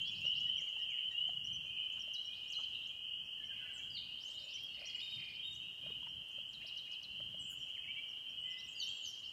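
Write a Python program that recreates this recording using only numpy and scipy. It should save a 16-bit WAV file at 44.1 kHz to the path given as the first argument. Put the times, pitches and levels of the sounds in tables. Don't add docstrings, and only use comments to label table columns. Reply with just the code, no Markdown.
import sys
import numpy as np
from scipy import signal
from scipy.fft import rfft, irfft, next_fast_len
from scipy.io import wavfile
from scipy.ndimage import uniform_filter1d, map_coordinates

SR = 44100
rng = np.random.default_rng(int(sys.argv[2]) if len(sys.argv) > 2 else 0)


def gain_from_db(level_db):
    decades = np.asarray(level_db, float) / 20
    return 10 ** decades


def transcribe(u):
    v = np.clip(np.atleast_2d(u).T, -1, 1)
    q = np.round(v * 32767).astype(np.int16)
    wavfile.write(sys.argv[1], SR, q)


N = 411012

# (delay [s], level [dB])
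TRUNK_RETURNS = [
    (0, 2),
    (.009, -3),
    (.018, -5),
    (.028, -7),
]


def unit(x):
    return x / np.sqrt(np.mean(x ** 2) + 1e-20)


def along(points, hz):
    f, v = np.transpose(points)
    return np.interp(np.log(hz + 1), np.log(f + 1), v)


def curve(rows):
    return np.interp(np.arange(N) / SR, *np.transpose(rows))


def wobble(rate):
    knots = rng.standard_normal(int(N * rate / SR) + 4)
    return map_coordinates(knots, [np.arange(N) * rate / SR])


def rush(spectrum, count=N):
    m = next_fast_len(count)
    gain = gain_from_db(along(spectrum, np.fft.rfftfreq(m, 1 / SR)))
    return unit(irfft(rfft(rng.standard_normal(m)) * gain, m)[:count])


def add(out, s, sound):
    part = out[round((s + 1) * SR):][:len(sound)]
    part += sound[:len(part)]


def whistles(notes, edge, gain_db=3, second_db=None, third_db=-60, tilt_db=0, flutter_db=0.0,
             rich_hz=0, waver_hz=0):
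    out, waver = np.zeros(N + 2 * SR), waver_hz * wobble(60)
    for s, length, first, middle, last, db in notes:
        u = np.linspace(0, 1, int(length * SR))
        hz = first * (1 - u) * (1 - 2 * u) + 4 * middle * u * (1 - u) + last * u * (2 * u - 1)
        hz = hz + waver[np.clip(int(s * SR) + np.arange(len(u)), 0, N - 1)]
        phase = 2 * np.pi * (np.cumsum(hz) / SR + rng.random())
        tone = np.sin(phase)
        if second_db is not None:
            overtones = gain_from_db(second_db) * np.sin(2 * phase) + gain_from_db(third_db) * np.sin(3 * phase)
            tone += overtones * (hz > rich_hz) * (hz < 6300)
        shape = np.sin(np.pi / 2 * np.clip(np.minimum(u, 1 - u) / edge, 0, 1)) ** 2
        lean = gain_from_db(tilt_db * np.log2(hz / middle))
        add(out, s, gain_from_db(db + gain_db) * shape * lean * tone)
    unsteady = np.tanh(wobble(90) / 1.5)
    return out[SR:N + SR] * gain_from_db(1.5 * flutter_db * unsteady)


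def sweeps(rows, halfway=0.46):
    return [(s, length, first, first + halfway * (last - first), last, db)
            for s, length, first, last, db in rows]


def woods(x, wet_db, blur_db, blur_s=0.053):
    # (frequency [Hz], t60 [s])
    decay = [(1500, 1), (4000, 1), (8000, 0.99), (14000, 0.062)]
    out, at, lag = x.copy(), np.arange(N) / SR, np.arange(SR) / SR
    for shift in range(2):
        hz, t, z = signal.stft(rng.standard_normal(SR), SR, nperseg=256)
        z = z * gain_from_db(-60 * t / along(decay, hz)[:, None])
        tail = signal.istft(z, SR, nperseg=256)[1][:SR]
        blur = rng.standard_normal(SR) * gain_from_db(-60 * lag / blur_s)
        both = gain_from_db(wet_db) * tail / np.linalg.norm(tail) + gain_from_db(blur_db) * blur / np.linalg.norm(blur)
        share = np.cos(np.pi * (at / .9 + shift / 2))
        out += signal.fftconvolve(x * share, both)[:N] * share * np.sqrt(2)
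    return out


def air():
    # (frequency [Hz], level per Hz [dB])
    rumble = [(15, -37), (25, -18), (59, 1.5), (139, 2), (299, -8), (400, -20), (520, -38.5), (880, -120)]
    # (frequency [Hz], level per Hz [dB])
    drumming = [(40, -61), (85, -10), (135, 1), (200, -3.5), (320, -44)]
    # (frequency [Hz], level per Hz [dB])
    hiss = [(60, -35.5), (250, -2.5), (600, -3.5), (1200, -7), (2200, -7.5), (3400, 0), (4200, -10),
            (6000, -12.5), (8000, -15.5), (10300, -19.5), (11500, -18.5), (15700, -21), (16000, -53.5)]
    # (time [s], swell [dB])
    gusts = [
        (0, 6),
        (.33, 11.5),
        (1.45, 10.5),
        (5.1, 4),
        (5.6, 3),
        (5.95, 7.5),
        (7.3, 8),
    ]
    breeze_db, gust_s = -72.5, 0.25
    at = np.arange(N) / SR
    gust_db = sum(db * np.exp(-((at - s) / gust_s) ** 2) for s, db in gusts)
    breeze = gain_from_db(breeze_db + 0.48 * gust_db + 2.0) * unit(gain_from_db(3.0 * wobble(12)) * rush(rumble))
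    mesh = unit(gain_from_db(3 * wobble(15)) * rush(drumming))
    breeze += gain_from_db(breeze_db + 0.5) * (gain_from_db(gust_db) - 1) * mesh
    return breeze + gain_from_db(-68 + 0.61 * wobble(6.5)) * rush(hiss)


def horse():
    # (time [s], peak level [dB], frequency [Hz])
    knocks = [(0.247, -58.5, 558), (0.614, -69.5, 550), (0.763, -65, 874), (1.077, -76, 530),
              (1.287, -56.5, 716), (1.646, -68, 547), (1.978, -74, 1280), (2.074, -62.5, 617),
              (2.584, -63, 1280), (3.657, -72, 623), (4.287, -68, 560), (4.815, -61, 604),
              (4.838, -65, 640), (5.835, -66, 526), (5.86, -57.5, 622), (5.9, -59, 440), (6.025, -65, 985),
              (6.066, -60.5, 930), (6.38, -61.5, 550), (6.643, -66.5, 624), (7.2, -59, 584),
              (7.341, -60.5, 593)]
    # (time [s], length [s], centre [Hz], width [octaves], level [dB])
    rustles = [(4.625, .025, 12500, .4, -66), (7.47, .105, 11500, .9, -66), (6.055, .035, 1800, 1.2, -64),
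               (6.28, .015, 9000, .4, -72), (2.575, .05, 900, .9, -64), (.24, .04, 600, .8, -66),
               (7.505, .04, 1450, .3, -68), (5.85, .09, 1200, 1.1, -71), (.78, .03, 4000, 1.2, -68),
               (4.2, .2, 5500, .6, -70), (1.96, .04, 1200, 1, -70), (4.75, .12, 600, .5, -68),
               (4.3, .3, 570, .2, -72)]
    out, t = np.zeros(N + 2 * SR), np.arange(SR // 10) / SR
    for s, db, hz in knocks:
        ring = np.sin(2 * np.pi * hz * t) + 0.089 * np.sin(2 * np.pi * 2.4 * hz * t)
        push = np.exp(-((t - .014) / .0042) ** 2)
        scuff = 0.15 * np.convolve(rng.standard_normal(len(t)), np.hanning(15), "same")
        add(out, s - .008, gain_from_db(db + 5.5) * push * (ring + scuff))
    for s, length, hz, octaves, db in rustles:
        count = int(length * SR)
        far, half = 2 ** (2 * octaves), 2 ** (octaves / 2)
        band = [(hz / far, -40), (hz / half, -3), (hz, 0), (hz * half, -3), (hz * far, -40)]
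        grit = gain_from_db(1.9 * wobble(500)[:count])
        add(out, s, gain_from_db(db) * np.hanning(count) * grit * rush(band, count=count))
    return out[SR:N + SR]


def songs():
    # (time [s], opening level [dB], stroke level [dB], strokes [count])
    starts = [
        (-.22, -54, -63, 4),
        (3.915, -53, -65, 5),
        (8.764, -51, -63, 3),
    ]
    # (time after start [s], length [s], first [Hz], last [Hz], level re song [dB])
    opening = [
        (-.015, .055, 4900, 4620, -8),
        (.033, .036, 4700, 3400, 3),
    ]
    # (time [s], first [Hz], last [Hz], level [dB])
    scatter = [
        (2.318, 3300, 4300, -61),
        (2.335, 4200, 5200, -69),
        (2.422, 3300, 4300, -67),
        (2.715, 3200, 4050, -62),
        (2.8, 3300, 4100, -66),
        (4.2, 4600, 6400, -69),
        (4.28, 6000, 8300, -70),
        (4.5, 4700, 6000, -69),
        (4.58, 5200, 5700, -69),
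    ]
    strokes_after_s, stroke_every_s, stroke_s = .265, .097, .042
    rows, strokes = [], [(s, first, last, db) for s, first, last, db in scatter]
    for s, opening_db, db, count in starts:
        rows += [(s + after, length, first, last, opening_db + under_db)
                 for after, length, first, last, under_db in opening]
        strokes += [(s + strokes_after_s + k * stroke_every_s, 3500, 5800, db) for k in range(count)]
    smeared = [(s + late, stroke_s, first, last, db + under_db) for s, first, last, db in strokes
               for late, under_db in TRUNK_RETURNS]
    return sweeps(rows), sweeps(smeared, .57)


def low_singer():
    # (time [s], length [s], pitch [Hz], level [dB])
    hums = [(3.4, .05, 1770, -65), (3.425, .04, 2150, -69), (3.465, .06, 1770, -68), (3.5, .035, 1640, -65),
            (3.52, .03, 2080, -67), (3.56, .2, 2030, -68), (3.65, .1, 2300, -72), (3.55, .06, 2250, -72),
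            (3.585, .06, 1630, -69), (3.65, .025, 1750, -63), (3.69, .03, 1620, -66), (3.6, .08, 1500, -71),
            (3.755, .03, 1500, -69), (3.79, .04, 2350, -68), (3.845, .055, 1540, -73),
            (3.86, .035, 1640, -73), (8.02, .06, 2370, -70)]
    # (time [s], length [s], first [Hz], last [Hz], level [dB])
    swoops = [(.57, .048, 2550, 1820, -62), (.625, .04, 2400, 2450, -68), (.665, .03, 2450, 1880, -65),
              (.903, .045, 2520, 1880, -60), (.94, .035, 1870, 1850, -67), (.97, .05, 2400, 2050, -69),
              (3.372, .035, 1870, 1760, -68), (3.775, .03, 2000, 1650, -67), (3.955, .025, 2800, 2000, -65),
              (4.563, .033, 2110, 2530, -66), (6.612, .02, 1650, 2600, -64), (6.866, .024, 1700, 2550, -67),
              (7.68, .022, 2250, 2550, -66), (7.746, .036, 2830, 1700, -58), (7.825, .03, 2750, 1900, -60),
              (7.858, .032, 1800, 2300, -60), (7.878, .045, 2200, 2440, -53), (7.948, .03, 2000, 2330, -64),
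              (7.962, .045, 2250, 2420, -55)]
    sagging = [(s, length, hz, .975 * hz, db) for s, length, hz, db in hums]
    return sweeps(sagging + swoops, .45)


def warbler():
    # (time [s], top [Hz], level [dB])
    hooked = [(.565, 5890, -67), (1.44, 5790, -65), (1.527, 6100, -62), (1.992, 5800, -61),
              (2.24, 5700, -65), (3.24, 5600, -76), (3.445, 5750, -75), (6.08, 5600, -73),
              (4.532, 5800, -61), (4.85, 5750, -62), (8.08, 5720, -72), (8.29, 5670, -73), (8.5, 5650, -69),
              (8.635, 5680, -66)]
    # (time [s], pitch [Hz], level [dB])
    seeps = [(2.851, 5580, -73), (4.343, 7300, -68), (4.438, 7300, -68), (4.535, 7300, -74),
             (8.725, 6820, -69), (8.968, 7600, -65), (9.005, 7600, -68), (4.243, 7350, -71),
             (4.3, 7600, -72), (9.09, 7400, -72), (9.187, 7300, -70), (9.288, 7300, -71)]
    # (time [s], length [s], first [Hz], last [Hz], level [dB])
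    glides = [(.245, .022, 5700, 6050, -69), (.262, .022, 5550, 5500, -64), (.388, .022, 5350, 5250, -69),
              (.65, .018, 4250, 4350, -76), (.675, .018, 4400, 4450, -75), (7.375, .04, 5600, 6100, -78),
              (7.415, .04, 6100, 5500, -78), (8.52, .025, 5400, 5000, -67), (.812, .026, 5500, 5000, -68),
              (2.475, .032, 5380, 6220, -68), (4.259, .037, 6030, 6970, -63), (4.52, .025, 3750, 3250, -58),
              (4.64, .05, 5500, 4400, -71), (4.95, .04, 7570, 7150, -72), (5.0, .06, 7150, 7300, -73),
              (8.565, .05, 3350, 4300, -66), (8.65, .035, 3350, 3900, -70), (9.245, .03, 5500, 4900, -67),
              (8.566, .044, 4710, 5940, -67), (8.598, .017, 5900, 3950, -66)]
    hooks = [(s, .04, .92 * hz, hz, .86 * hz, db) for s, hz, db in hooked]
    return hooks + sweeps([(s, .022, hz, .94 * hz, db) for s, hz, db in seeps] + glides)


def thrush():
    # (time [s], length [s], first [Hz], level [dB])
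    drops = [
        (2.133, .03, 6700, -59),
        (2.515, .034, 7770, -60),
        (2.63, .026, 5500, -64),
        (6.53, .014, 6550, -60),
        (6.674, .024, 5900, -59),
        (6.772, .015, 6550, -59),
        (6.925, .028, 5800, -60),
        (7.028, .016, 6500, -60),
    ]
    # (time [s], level [dB])
    closings = [
        (2.243, -69),
        (6.54, -57),
        (6.783, -58),
        (7.038, -57),
    ]
    # (time [s], length [s], first [Hz], last [Hz], level [dB])
    flicks = [
        (2.158, .035, 3650, 4150, -56),
        (2.498, .013, 5890, 8110, -66),
        (2.542, .022, 3950, 4150, -54),
        (5.526, .018, 5400, 8300, -69),
        (5.546, .03, 5400, 7500, -69),
        (6.658, .018, 3300, 5900, -60),
        (6.912, .01, 3300, 7220, -62),
        (8.861, .034, 5200, 7750, -57),
    ]
    # (time [s], length [s], first [Hz], last [Hz], level [dB])
    slides = [(2.585, .04, 7900, 6000, -71), (2.55, .04, 6300, 5900, -74), (3.727, .05, 8550, 7150, -65),
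              (6.477, .057, 8120, 6850, -76), (7.388, .045, 8800, 7150, -64), (7.435, .03, 8200, 7100, -66),
              (7.46, .035, 8800, 7100, -69), (7.495, .03, 7600, 6700, -62), (7.58, .055, 6150, 5500, -74),
              (8.395, .05, 8600, 7700, -79), (8.46, .07, 7700, 7100, -78), (8.665, .06, 7750, 7550, -72),
              (8.895, .07, 7750, 7500, -75)]
    # (time [s], length [s], first [Hz], last [Hz], level [dB])
    long_falls = [
        (8.769, .095, 6970, 5080, -62),
        (9.016, .1, 7010, 5190, -61.5),
    ]
    dives = [(s, length, hz, 3550, db) for s, length, hz, db in drops]
    landings = [(s, .017, 4450, 3650, db) for s, db in closings]
    shadow_s, shadow_db = .021, -4
    shadows = [(s + shadow_s, length, first, last, db + shadow_db) for s, length, first, last, db in slides]
    falls = long_falls + [(s + late, length, first, last, db + under_db)
                          for s, length, first, last, db in long_falls
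                          for late, under_db in TRUNK_RETURNS[1:3]]
    return sweeps(dives + landings + flicks, .6) + sweeps(slides + shadows, .71) + sweeps(falls, .5)


def trills():
    # (time [s], length [s], first, middle, last pitch [Hz], level [dB])
    held = [
        (4.66, .14, 4420, 4370, 4350, -69),
        (4.8, .25, 4330, 4310, 4280, -70),
        (4.33, .07, 4150, 4050, 3950, -66),
        (4.4, .08, 4030, 4050, 4050, -68),
        (4.3, .2, 2260, 2230, 2220, -79),
        (8.4, .27, 2020, 2020, 2005, -72),
        (8.44, .19, 2020, 2020, 2015, -64),
    ]
    # (time [s], length [s], level [dB])
    high_runs = [
        (4.738, .65, -60.5),
    ]
    low_runs = [
        (4.742, .25, -61),
        (5.175, .17, -58),
    ]
    bright_runs = [
        (4.78, .38, -54),
        (5.17, .25, -55),
    ]
    # (syllables a second, flicks a syllable, first [Hz], last [Hz], runs, tilt [dB/octave])
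    kinds = [(20, 3, 3900, 5500, high_runs, -2),
             (47, 1, 2350, 1900, low_runs, 6),
             (47, 1, 2600, 2350, bright_runs, 0)]
    uneven_s, uneven_db = .002, 2.5
    out = whistles(held, .3, flutter_db=2, waver_hz=8)
    for rate, count, first, last, runs, tilt_db in kinds:
        rows = []
        for s, length, db in runs:
            for u in np.arange(0, length * rate) / (length * rate):
                swell_db = db + 6 * np.sin(np.pi * u ** .45) - 6
                for k in range(count):
                    start = s + u * length + .0085 * k + rng.normal(0, uneven_s)
                    rows.append((start, .011, first, last, rng.normal(swell_db, uneven_db)))
        out = out + whistles(sweeps(rows), .25, tilt_db=tilt_db)
    return out


def birds():
    # (time [s], level [dB])
    nasal = [
        (0.462, -66),
        (0.789, -67),
        (1.107, -62),
    ]
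    # (time [s], first [Hz], level [dB])
    rising = [(0.398, 5100, -66.5), (0.603, 5260, -61), (0.686, 5720, -68), (0.9, 5780, -69.5),
              (1.114, 6500, -70.5), (1.276, 6160, -72), (1.472, 5940, -72), (1.657, 5600, -76),
              (1.921, 5840, -68.5), (2.44, 6500, -75), (2.87, 5570, -67.5), (3.778, 5520, -61.5),
              (4.865, 5400, -65.5), (6.309, 5330, -72), (7.684, 5960, -73)]
    # (time [s], level [dB])
    ticks = [
        (0.011, -69),
        (0.11, -68),
        (0.207, -67.5),
        (0.307, -76),
        (8.68, -68),
    ]
    # (time [s], length [s], level [dB])
    level_whistle = [(4.33, .05, -58), (4.39, .08, -59), (4.71, .1, -66), (5.012, .175, -47),
                     (5.19, .1, -63), (5.3, .13, -70), (5.43, .11, -47), (5.53, .07, -55), (5.6, .12, -63),
                     (5.74, .08, -70), (5.82, .13, -65)]
    pips = [(s, .033, 1880, 1900, 1890, db) for s, db in nasal]
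    chip_top_hz = 7400
    chips = sweeps([(s, .012, hz, chip_top_hz, db) for s, hz, db in rising]
                   + [(s, .014, chip_top_hz, 6300, db) for s, db in ticks], 0.57)
    openings, strokes = songs()
    soft = .17
    near = whistles(thrush(), soft, 3.14, -16, tilt_db=-5.5, rich_hz=5150, flutter_db=2.5, waver_hz=50)
    near += whistles(pips, soft, 0.74, 1.6, -15.5)
    near += gain_from_db(-15) * np.roll(near, int(.08 * SR))
    far = whistles(chips, soft)
    far += whistles(openings, .12, 3, tilt_db=-3, flutter_db=3)
    far += whistles(strokes, 0.12, -2.5, tilt_db=-10, flutter_db=4, waver_hz=120)
    low = whistles(low_singer(), 0.15, .6, tilt_db=6, flutter_db=1.8, waver_hz=18)
    close = whistles(warbler(), soft, 4.7, flutter_db=3.5, waver_hz=70.5)
    level_notes = [(s, length, 3650, 3725, 3670, db) for s, length, db in level_whistle]
    scoop = (4.997, .03, 3200, 3480, 3670, -53)
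    close += whistles(level_notes + [scoop], .09, 0.52, -33, -32, flutter_db=3.5, waver_hz=32)
    overhead = .65
    out = woods(near + overhead * close + trills(), -10, -4, blur_s=.07) + (1 - overhead) * close
    return out + woods(far, -6, -1, blur_s=.2) + woods(low, -8, -3)


def peeps(start, hz, db, rise_hz, length):
    return np.transpose([start, length, hz, hz + .55 * rise_hz, hz + rise_hz, db])


def frogs(count=95):
    # (time [s], level [dB])
    chorus = [(0, -38.5), (.25, -46), (.7, -41.5), (1.2, -41.5), (1.6, -43), (2.1, -43), (2.6, -44),
              (3, -44), (3.6, -45), (4.5, -47.5), (5.1, -45.5), (5.7, -46), (6.3, -46), (7, -46),
              (7.9, -45), (8.7, -47), (9.32, -46.5)]
    # (frequency [Hz], level [dB])
    throats = [(2700, -1), (2780, -5.5), (2860, 3), (2950, 1), (3080, 2), (3170, -0.5), (3250, -8.5)]
    # (time [s], starting pitch [Hz], level [dB])
    near_frogs = [(0.019, 3177, -52), (0.215, 2705, -44), (0.245, 2848, -45), (0.245, 3043, -49),
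                  (.35, 2773, -47.5), (0.328, 2974, -53), (0.445, 2912, -45), (.49, 3045, -48.5),
                  (0.53, 2835, -55), (0.631, 2790, -48.5), (0.745, 2676, -53), (0.92, 2852, -48.5),
                  (.94, 2990, -58), (.76, 2950, -51), (.33, 3070, -52.5), (1.012, 2918, -52),
                  (1.139, 2800, -45), (1.2, 2896, -47), (1.33, 2810, -67), (1.53, 2923, -50),
                  (1.785, 2853, -48.5), (1.9, 2940, -49.5), (2.565, 2874, -47.5), (2.699, 2790, -55),
                  (3.09, 2870, -56), (3.421, 2830, -64), (3.76, 3074, -54), (4.24, 2983, -51.5),
                  (4.459, 2720, -61), (4.574, 3067, -52), (4.941, 2870, -55), (5.33, 3065, -61),
                  (5.908, 2896, -55), (5.948, 3067, -53), (7.13, 3017, -56), (7.4, 2885, -53.5),
                  (7.9, 3040, -55.5), (8.38, 2892, -50.5), (8.815, 3010, -47)]
    # (time [s], starting pitch [Hz], level [dB])
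    deep_frogs = [(.073, 2482, -60), (.864, 2470, -62.5), (1.509, 2440, -72.5), (1.656, 2463, -59.5),
                  (1.73, 2363, -67), (1.804, 2456, -69.5), (2.29, 2426, -66.5), (2.446, 2443, -64.5),
                  (2.9, 2430, -68), (3.031, 2510, -72), (3.199, 2520, -66), (3.482, 2446, -65),
                  (3.599, 2550, -75), (4.02, 2476, -70), (4.4, 2504, -66.5), (5.601, 2494, -68.5),
                  (5.83, 2450, -69), (6.299, 2540, -68), (6.45, 2490, -75), (6.601, 2470, -69),
                  (6.867, 2490, -63), (7.101, 2570, -77), (7.42, 2530, -68), (7.8, 2530, -58.5),
                  (8.262, 2475, -69), (8.448, 2470, -71.5), (8.651, 2550, -66), (8.851, 2600, -64),
                  (9.131, 2580, -79)]
    pitch, period, phase, near = rng.random((count, 4)).T
    hz = np.linspace(2610, 3110, count) + 20 * pitch
    start = (np.arange(14)[:, None] + phase) * (.75 + .4 * period) - .9
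    jitter, bend, size = rng.standard_normal((3,) + start.shape)
    start = np.clip(start + .04 * jitter, -.9, N / SR)
    db = along(throats, hz + 130) + 6 * near + 1.8 * size
    rows = peeps(start.ravel(), (hz + 15 * bend).ravel(), db.ravel(), 240.76, np.full(start.size, .13))
    crowd = woods(whistles(rows[start.ravel() < N / SR], 0.21, flutter_db=1.1), -4.5, -5.5)
    crowd /= np.sqrt(np.abs(uniform_filter1d(crowd ** 2, SR // 3)) + 1e-12)
    s, hz, db = np.transpose(near_frogs)
    rows = peeps(s - .015, hz - 30, db, 270.4, np.full(len(s), .12))
    close = whistles(rows, 0.17, flutter_db=2.0, waver_hz=14.1)
    s, hz, db = np.transpose(deep_frogs)
    deep = whistles(peeps(s - .015, hz - 20, db, 200, np.full(len(s), .15)), 0.16)
    return gain_from_db(curve(chorus) - 2.0) * crowd + woods(close, -4.0, -7) + woods(deep, 0.5, -2.1)


def scene():
    return (air() + horse() + birds() + frogs())[None]


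def band_limit(x):
    return signal.sosfilt(signal.butter(12, 15790, fs=SR, output="sos"), x)


def record(dry):
    # (low [Hz], high [Hz], share of time silent [0-1])
    gated = [
        (3450, 3620, .48),
        (3620, 3790, .4),
        (3790, 3960, .2),
        (3960, 4140, .13),
        (4140, 4480, .03),
    ]
    hz, _, z = signal.stft(dry[0], SR, nperseg=1024)
    for low, high, share in gated:
        band = (hz > low) & (hz < high)
        power = uniform_filter1d(np.mean(np.abs(z[band]) ** 2, 0), size=7)
        z[band] *= power > np.quantile(power, share)
    mix = signal.istft(z, SR, nperseg=1024)[1][None, :N]
    return band_limit(mix)


dry = scene()
out = record(dry)
transcribe(out)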